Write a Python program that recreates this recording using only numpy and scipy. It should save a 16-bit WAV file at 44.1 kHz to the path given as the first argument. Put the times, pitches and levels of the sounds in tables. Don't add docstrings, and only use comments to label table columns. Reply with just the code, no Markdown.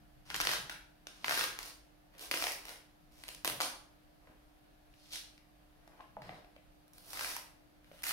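import sys
import numpy as np
from scipy import signal
from scipy.fft import rfft, irfft, next_fast_len
from scipy.io import wavfile
from scipy.ndimage import uniform_filter1d

SR = 44100
rng = np.random.default_rng(int(sys.argv[2]) if len(sys.argv) > 2 else 0)


def output_pcm(signal):
    pcm = np.clip(np.atleast_2d(signal).T, -1, 1) * 32767
    wavfile.write(sys.argv[1], SR, np.round(pcm).astype(np.int16))


def ratio_of_db(decibels):
    return 10 ** (np.asarray(decibels, float) / 20)


N = 358091


def evened(x):
    return x / np.sqrt(np.mean(x ** 2) + 1e-20)


def read(points, hz):
    f, value = np.transpose(points)
    return np.interp(np.log(hz + 1), np.log(f + 1), value)


def add(mix, s, sound):
    part = mix[..., round(s * SR):][..., :sound.shape[-1]]
    part += sound[..., :part.shape[-1]]


def ports(pair, alike):
    size = next_fast_len(pair.shape[1])
    left, other = rfft(pair, size)
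    same = np.clip(read(alike, np.fft.rfftfreq(size, 1 / SR)), -.99, .99)
    right = same * left + np.sqrt(1 - same ** 2) * other
    return irfft([left, right], size)[:, :pair.shape[1]]


# (frequency [Hz], density [dB per Hz])
AIR_SPECTRUM = [(120, -47), (200, -15), (245, -12.5), (299, -4), (380, -12.5), (696, -9.5), (1020, -16.5),
                (1680, -18), (1840, -19.5), (4680, -25), (7410, -33), (11900, -27.5), (16000, -34)]
# (frequency [Hz], likeness [-1..1])
AIR_ALIKE = [(130, 0.65), (300, -0.55), (600, -0.22), (3000, 0.)]


def air(level_db=-67.5, patch_db=1.1):
    frames, hz = N // 256 + 5, np.fft.rfftfreq(1024, 1 / SR)
    real, imag, patches = rng.standard_normal((2, frames, 513, 3)).T
    patches = uniform_filter1d(patches, size=12, axis=0)
    patches = evened(uniform_filter1d(patches, size=14, axis=1))
    z = (real + 1j * imag) * ratio_of_db(read(AIR_SPECTRUM, hz)[:, None, None] + patch_db * patches)
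    noise = signal.istft(np.moveaxis(z, 2, 0), nperseg=1024, noverlap=768)[1][:, :N]
    return ratio_of_db(level_db) * ports(evened(noise), AIR_ALIKE)


# (frequency [Hz], level [dB])
HUM_LINES = [(301.5, -73), (597.5, -85), (699.8, -84), (748.3, -85.5), (1701, -93.5)]


def hum(gain_db=3.5, waver_db=0.4):
    t = np.arange(N) / SR
    drifts = evened(uniform_filter1d(rng.standard_normal((len(HUM_LINES), N // 441 + 2)), size=12))
    mono = np.zeros(N)
    for (hz, db), drift in zip(HUM_LINES, drifts):
        waver = waver_db * np.interp(t, np.arange(len(drift)) / 100, drift)
        mono += ratio_of_db(db + gain_db + waver) * np.sin(2 * np.pi * hz * t)
    return mono * ratio_of_db(np.array([[-1.5], [1.5]]))


# (time [s], spread [s], rumble rise [dB], thud rise [dB])
PRESSES = [
    (0, .1, 3, 5),
    (.5, 0.24, 10, 14.5),
    (1.35, 0.18, 3, 10),
    (2.4, 0.17, 4, 4),
    (3.55, 0.14, 2, 15.5),
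    (4.5, 0.17, 0, -5.5),
    (6.28, .12, 1, 17.5),
    (7.25, 0.18, 3.5, 3),
    (8.1, 0.15, 1, 4.5),
]
# (frequency [Hz], likeness [-1..1])
DIFFUSE_ALIKE = [(30, 0.49), (60, 0.56), (130, 0.9), (300, 1), (700, 0.41), (1400, 0), (4000, 0.065)]


def table(rumble_db=-68, thud_db=-73.5):
    s, spread_s, rumble_rise_db, thud_rise_db = np.transpose(PRESSES)
    press = np.exp(-((np.arange(N)[:, None] / SR - s) / spread_s) ** 2)
    out = np.zeros((2, N))
    for rest_db, rise_db, band_hz in ((rumble_db, rumble_rise_db, [25, 56]),
                                      (thud_db, thud_rise_db, [110, 190])):
        band = signal.butter(2, band_hz, "bandpass", fs=SR, output="sos")
        noise = evened(signal.sosfilt(band, rng.standard_normal((2, N))))
        out += ratio_of_db(rest_db + press @ rise_db) * noise
    return ports(out, DIFFUSE_ALIKE)


def ring(x, hz, width_hz, db):
    b, a = signal.iirpeak(hz, hz / width_hz, SR)
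    twice = signal.lfilter(b, a, signal.lfilter(b, a, x))
    return ratio_of_db(db) * twice / np.sqrt(np.pi * width_hz / SR / 2)


# (frequency [Hz], width [Hz], gain [dB])
PARTS = [
    (1770, 2850, -4.8),
    (642, 970, 0.4),
    (5040, 4400, 1),
    (10300, 13800, -1.5),
]
# (frequency [Hz], width [Hz], gain [dB])
DESK = (303, 178, -8)


def shaken(force, apart, hold, narrow=1, spot=(1, 1, 1, 1)):
    sheet_pitch, tape_pitch, width_factor = hold
    pitch = np.array([sheet_pitch, 1, tape_pitch, 1]) * spot
    wide = narrow * np.array([width_factor, 1, width_factor, 1])
    rung = []
    for k, (hz, width_hz, db) in enumerate(PARTS):
        sign = (1, -1, -1, 1)[k]
        push = force[k, 0] + apart * (hz > 1000) * force[k, 1:]
        rung.append(sign * ring(push, hz * pitch[k], width_hz * wide[k], db))
    rung = np.array(rung)
    rung[1] += ring(force[1, 0], *DESK)
    return rung


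# (time [s], board [dB], tape [dB], fizz [dB])
GRIPS = [(0, -6.5, 1, -5.5), (1.0, 0, 6, -8), (1.22, -5, -1, -5.5), (1.55, -4.5, -1, -7),
         (2.1, -2, 1.5, -0.5), (2.3, -1.5, 3, 0), (3.05, -1, 9, 6), (3.43, 3, 4, 4), (3.55, 4.5, 8, -1.5),
         (4.1, 6.5, -4, -22), (4.85, -7.5, 4, -6), (5.6, 3, -11, -16), (6.2, 6.5, -5.5, -16.5),
         (6.87, 2.5, 3.5, 7), (7.1, -10, 1.5, 1), (7.8, -15.5, -1.5, -0.5)]
HOLDS = [(0.96, 1.004, 0.77), (1.12, 1.01, 1.02), (0.94, 0.96, 0.72), (0.98, 1.04, 0.83),
         (0.78, 0.94, 1.07), (1.13, 1, 0.76), (1.22, 1.02, 0.86), (0.65, 0.95, 1.06), (1.1, 1.08, 1.2),
         (1.4, 0.66, 1.3), (1.17, 0.95, 0.84), (0.81, 1.1, 0.85), (1.18, 0.88, 0.71), (1.2, 0.87, 0.67),
         (0.71, 1.01, 0.75), (0.91, 1.03, 0.92)]


def part_gains(s, sheet_db, bright_db, tape_share=0.89):
    grip = np.searchsorted([g[0] for g in GRIPS], s, "right") - 1
    _, board_db, tape_db, fizz_db = GRIPS[grip]
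    apart_db = np.array([0, board_db, tape_db + tape_share * bright_db, fizz_db + bright_db])
    return ratio_of_db(np.add.outer(apart_db, sheet_db)), HOLDS[grip]


# (time [s], length [s], first level [dB], last level [dB], brightness [dB])
RIPS = [(0.34, 0.047, -43.5, -57, 8.5), (0.393, 0.14, -42.5, -36.5, 0.5), (0.695, 0.013, -39.5, -52, -2.5),
        (1.086, 0.2, -68, -57.5, -2), (1.248, .035, -43, -60, 6.5), (1.288, 0.15, -36, -39.5, 2.5),
        (1.592, 0.09, -52.5, -51.5, 7.5), (2.319, 0.21, -42, -50.5, 2), (3.442, 0.071, -39.5, -55, 1),
        (3.604, 0.044, -45, -54, 3.5), (5.867, 0.02, -61, -79, 9), (5.993, 0.023, -53, -69, -1),
        (6.212, 0.18, -61, -64, 4), (6.923, 0.061, -68.5, -65, 0.5), (7.126, .06, -40, -43, -6),
        (7.195, 0.16, -37.5, -43.5, -2.5), (8.032, 0.067, -40.5, -34.5, 0)]
# (time [s], top [s], end [s], top level [dB], brightness [dB])
CREEPS = [(0.253, 0.325, .34, -46.5, -2.5), (2.124, 2.145, 2.19, -53, -12), (2.18, 2.212, 2.31, -49, 3),
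          (2.606, 2.687, 2.78, -52, -1), (3.11, 3.305, 3.4, -57.5, -5), (4.152, 4.284, 4.4, -68, -2),
          (4.915, 5.102, 5.14, -65.5, 4), (5.105, 5.127, 5.22, -49.5, 6.5), (5.69, 5.993, 6.1, -63.5, -1.5),
          (7.016, 7.11, 7.13, -56.5, 2), (7.85, 7.996, 8.04, -54.5, -6)]


def strokes(release_s=0.023, release_db=-43, swell_db=-14.5, fade_db=-22):
    snap_s = np.array([row[0] for row in SNAPS])
    out = []
    for s, length_s, first_db, last_db, bright_db in RIPS:
        start = snap_s[abs(snap_s - s).argmin()]
        times = [start, s + length_s, s + length_s + release_s]
        out.append((times, [first_db, last_db, last_db + release_db], bright_db))
    for s, top_s, end_s, db, bright_db in CREEPS:
        out.append(([s, top_s, end_s], [db + swell_db, db, db + fade_db], bright_db))
    return out


def crackle(per_s=2000, spread_db=2.0, clump_db=1.5, jerk_db=2.0, grain_s=0.00047,
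            after_db=3.0, after_s=.015, attack_s=0.00093, db=-9.5, apart=0.68):
    breaks = (rng.random(N) < per_s / SR) * ratio_of_db(spread_db * np.minimum(rng.exponential(1, N), 3))
    clumps = evened(uniform_filter1d(rng.standard_normal(N), size=200))
    jerks = evened(uniform_filter1d(rng.standard_normal(N), size=700))
    breaks = breaks * ratio_of_db(clump_db * clumps + jerk_db * jerks)
    grains = signal.lfilter([1], [1, -np.exp(-1 / (grain_s * SR))], breaks)
    n = np.arange(N)
    snap_at = np.round(np.array([row[0] for row in SNAPS]) * SR).astype(int)
    since = n - np.maximum.accumulate(np.isin(n, snap_at) * n)
    grains = grains * ratio_of_db(after_db * np.exp(-since / SR / after_s))
    threads = evened(grains * rng.standard_normal((3, N)))
    out = np.zeros((2, N))
    for s, levels_db, bright_db in strokes():
        t = n[round(s[0] * SR):round(s[-1] * SR)]
        pull, tension = part_gains(s[0], np.interp(t / SR, s, levels_db), bright_db)
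        pull = pull * np.minimum((t - t[0]) / SR / attack_s, 1)
        add(out, s[0], shaken(pull[:, None] * threads[:, t], apart, tension).sum(0))
    return ratio_of_db(db) * out


# (time [s], sheet level [dB], brightness [dB])
GLUE_SNAPS = [(.3022, -40.5, -1), (.3115, -44, -13), (.3438, -34, -2), (.352, -37, -12), (.3624, -42, 8.5),
              (.4021, -31, -1), (.4085, -33, 2), (.4137, -35.5, 7.5), (.4512, -37.5, 5), (.4711, -28, 1),
              (.491, -31.5, -4), (.5143, -36, -1), (.5349, -34.5, 1), (.6961, -40.5, -3),
              (.7224, -47.5, -5), (1.0696, -47, 2), (1.2441, -31.5, -7), (1.2814, -31.5, -5),
              (1.2941, -31.5, -0.5), (1.3095, -29.5, -5), (1.3224, -33, -1), (1.3753, -32.5, -3),
              (1.3929, -34.5, 3.5), (1.4101, -33, -11), (1.4402, -33, 3.5), (1.5891, -41, 6),
              (1.6295, -52.5, 15),
              (2.194, -56, 7), (2.3129, -32.5, -0.5), (2.317, -38.5, 0), (2.3396, -33.5, -13),
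              (2.3733, -40, 1), (2.3989, -54, 10), (2.4236, -34.5, -4), (2.4403, -33.5, -4),
              (2.4684, -33, -4), (2.5194, -53, 16), (2.653, -50, 2), (2.6835, -51, -2), (2.6928, -52, 4.5),
              (2.7579, -55.5, -9), (3.2372, -50, -6), (3.2815, -53.5, 2), (3.2878, -47.5, -2),
              (3.348, -61.5, 9.5), (3.447, -34.5, 1), (3.4551, -38.5, -2), (3.4765, -35.5, 2.5),
              (3.4987, -40, -1), (3.6031, -34.5, -18), (3.6095, -36, -5), (3.617, -40.5, 4),
              (4.272, -64, 0), (4.939, -65, -11), (5.1573, -48.5, 5), (5.3788, -62, 0.5),
              (5.8767, -59.5, 11), (6.006, -55, -10), (6.2193, -55.5, 8), (6.2927, -48.5, -18),
              (6.4458, -63, 3), (6.5636, -62, 6), (6.88, -78, 8), (6.934, -74, 13), (6.9813, -70, 11),
              (7.132, -45, 3), (7.1729, -43.5, -3), (7.1934, -38.5, -4.5), (7.2093, -38.5, -5),
              (7.2459, -37, -15), (7.3653, -41, 2.5), (7.8446, -64, -3), (7.9153, -61, -18),
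              (8.0218, -58, 9), (8.0333, -47, 10), (8.0383, -40, 4.5), (8.0677, -46, -9),
              (8.0921, -48.5, 12), (8.102, -48, 8), (8.109, -38, -2)]
SNAPS = GLUE_SNAPS
# (board [dB], tape [dB], fizz [dB])
SNAP_COLOUR_DB = (-2.5, -4, -5.5)


def snaps(length_s=0.0027, crack=1.5, crack_s=.0004, narrow=.8, scatter=.07, db=1.0, apart=1.0):
    t, out = np.arange(700) / SR, np.zeros((2, N))
    shape = np.exp(-t / length_s) + crack * np.exp(-t / crack_s)
    colour = ratio_of_db(np.array([0, *SNAP_COLOUR_DB]))
    for s, sheet_db, bright_db in SNAPS:
        ragged = rng.standard_normal((3, 700))
        gains, tension = part_gains(s, sheet_db, bright_db)
        force = np.array([ragged * shape] * len(PARTS))
        spot = np.exp(scatter * ragged[0, -len(PARTS):])
        rung = shaken(force, apart, tension, narrow, spot)
        rung *= np.linalg.norm(shape) / np.linalg.norm(rung, axis=-1, keepdims=True)
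        add(out, s, ratio_of_db(db) * np.tensordot(gains * colour, rung, 1))
    return out


# (frequency [Hz], t60 [s])
ROOM_T60 = [(150, .55), (500, .52), (1500, .5), (4000, .44), (8000, .4), (14000, .36)]


def room(x, size=30000, spacing=10, turn_hz=9):
    taps = np.zeros((3, 2, size))
    jitter = rng.integers(0, spacing, (3, 2, (size - 101) // spacing))
    at = np.arange(100, size - 10, spacing) + jitter
    np.put_along_axis(taps, at, rng.choice([-1., 1.], at.shape), 2)
    diffuse = np.array([ports(pair, DIFFUSE_ALIKE) for pair in taps])
    hz, t, z = signal.stft(diffuse, SR, nperseg=256)
    decay = ratio_of_db(-60 * t / read(ROOM_T60, hz)[:, None])
    tails = signal.istft(z * decay, SR, nperseg=256)[1][..., :size]
    tails = tails * np.clip((np.arange(size) / SR - .004) / .007, 0, 1)
    tails /= np.linalg.norm(tails, axis=-1, keepdims=True)
    turn = 2 * np.pi * turn_hz * np.arange(N) / SR
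    out = np.zeros((2, N))
    for k, tail in enumerate(tails):
        share = np.sqrt(2 / 3) * np.cos(turn + k * np.pi / 3)
        out += signal.fftconvolve((x * share)[None], tail, axes=1)[:, :N]
    return out


# (time [s], level [dB], frequency [Hz])
DROPS = [
    (4.274, -51, 584),
    (4.299, -50, 255),
    (4.328, -59, 314),
]
# (time [s], level [dB], frequency [Hz])
KNOCKS = [(5.876, -49, 676), (5.994, -47.5, 856), (6.001, -42.5, 876), (6.005, -42, 1040),
          (6.168, -32, 836), (6.172, -34.5, 618), (6.292, -42, 760), (6.326, -41, 630), (6.443, -53, 720),
          (6.564, -45.5, 560), (7.915, -41.5, 573)]


def knocks(t60_s=0.031, attack_s=0.0002):
    t, out = np.arange(2000) / SR, np.zeros(N)
    for s, db, hz in DROPS + KNOCKS:
        attack = 1 - np.exp(-(t / attack_s) ** 2)
        add(out, s, ratio_of_db(db - 60 * t / t60_s) * np.sin(2 * np.pi * hz * t) * attack)
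    return out


# (frequency [Hz], gain [dB])
MIC_COLOUR = [(100, 6), (300, -5.5), (3000, 2.5), (6000, -3.5), (7600, -5.5), (9500, 3), (15000, -1)]
# (frequency [Hz], left minus right [dB])
SHADE = [(300, -2), (1300, 2), (4400, -0.5), (8000, -0.5), (15000, -9)]


def scene(snap_wet_db=-4., crackle_wet_db=3.5, right_delay=7):
    fine = crackle()
    sharp = snaps() + knocks()
    near = sharp + fine
    wet = room(ratio_of_db(snap_wet_db) * sharp[0] + ratio_of_db(crackle_wet_db) * fine[0])
    late_right = np.pad(near[1], (right_delay, 0))[:N]
    tape = np.array([near[0], late_right]) + wet
    size = next_fast_len(N + 4096)
    hz = np.fft.rfftfreq(size, 1 / SR)
    response_db = read(MIC_COLOUR, hz) + read(SHADE, hz) * np.array([[.5], [-.5]])
    tape = irfft(rfft(tape, size) * ratio_of_db(response_db), size)[:, :N]
    return tape + air() + hum() + table()


def low_pass(x):
    return signal.sosfilt(signal.butter(12, 16760, fs=SR, output="sos"), x)


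def record(dry):
    edge_hz = [0, 15750, 15950, 16650, 16800, SR / 2]
    edge = signal.firwin2(401, edge_hz, [1, 1, .025, .02, 0, 0], fs=SR)
    mix = signal.oaconvolve(dry, edge[None], "same")
    return low_pass(mix)


dry = scene()
out = record(dry)
output_pcm(out)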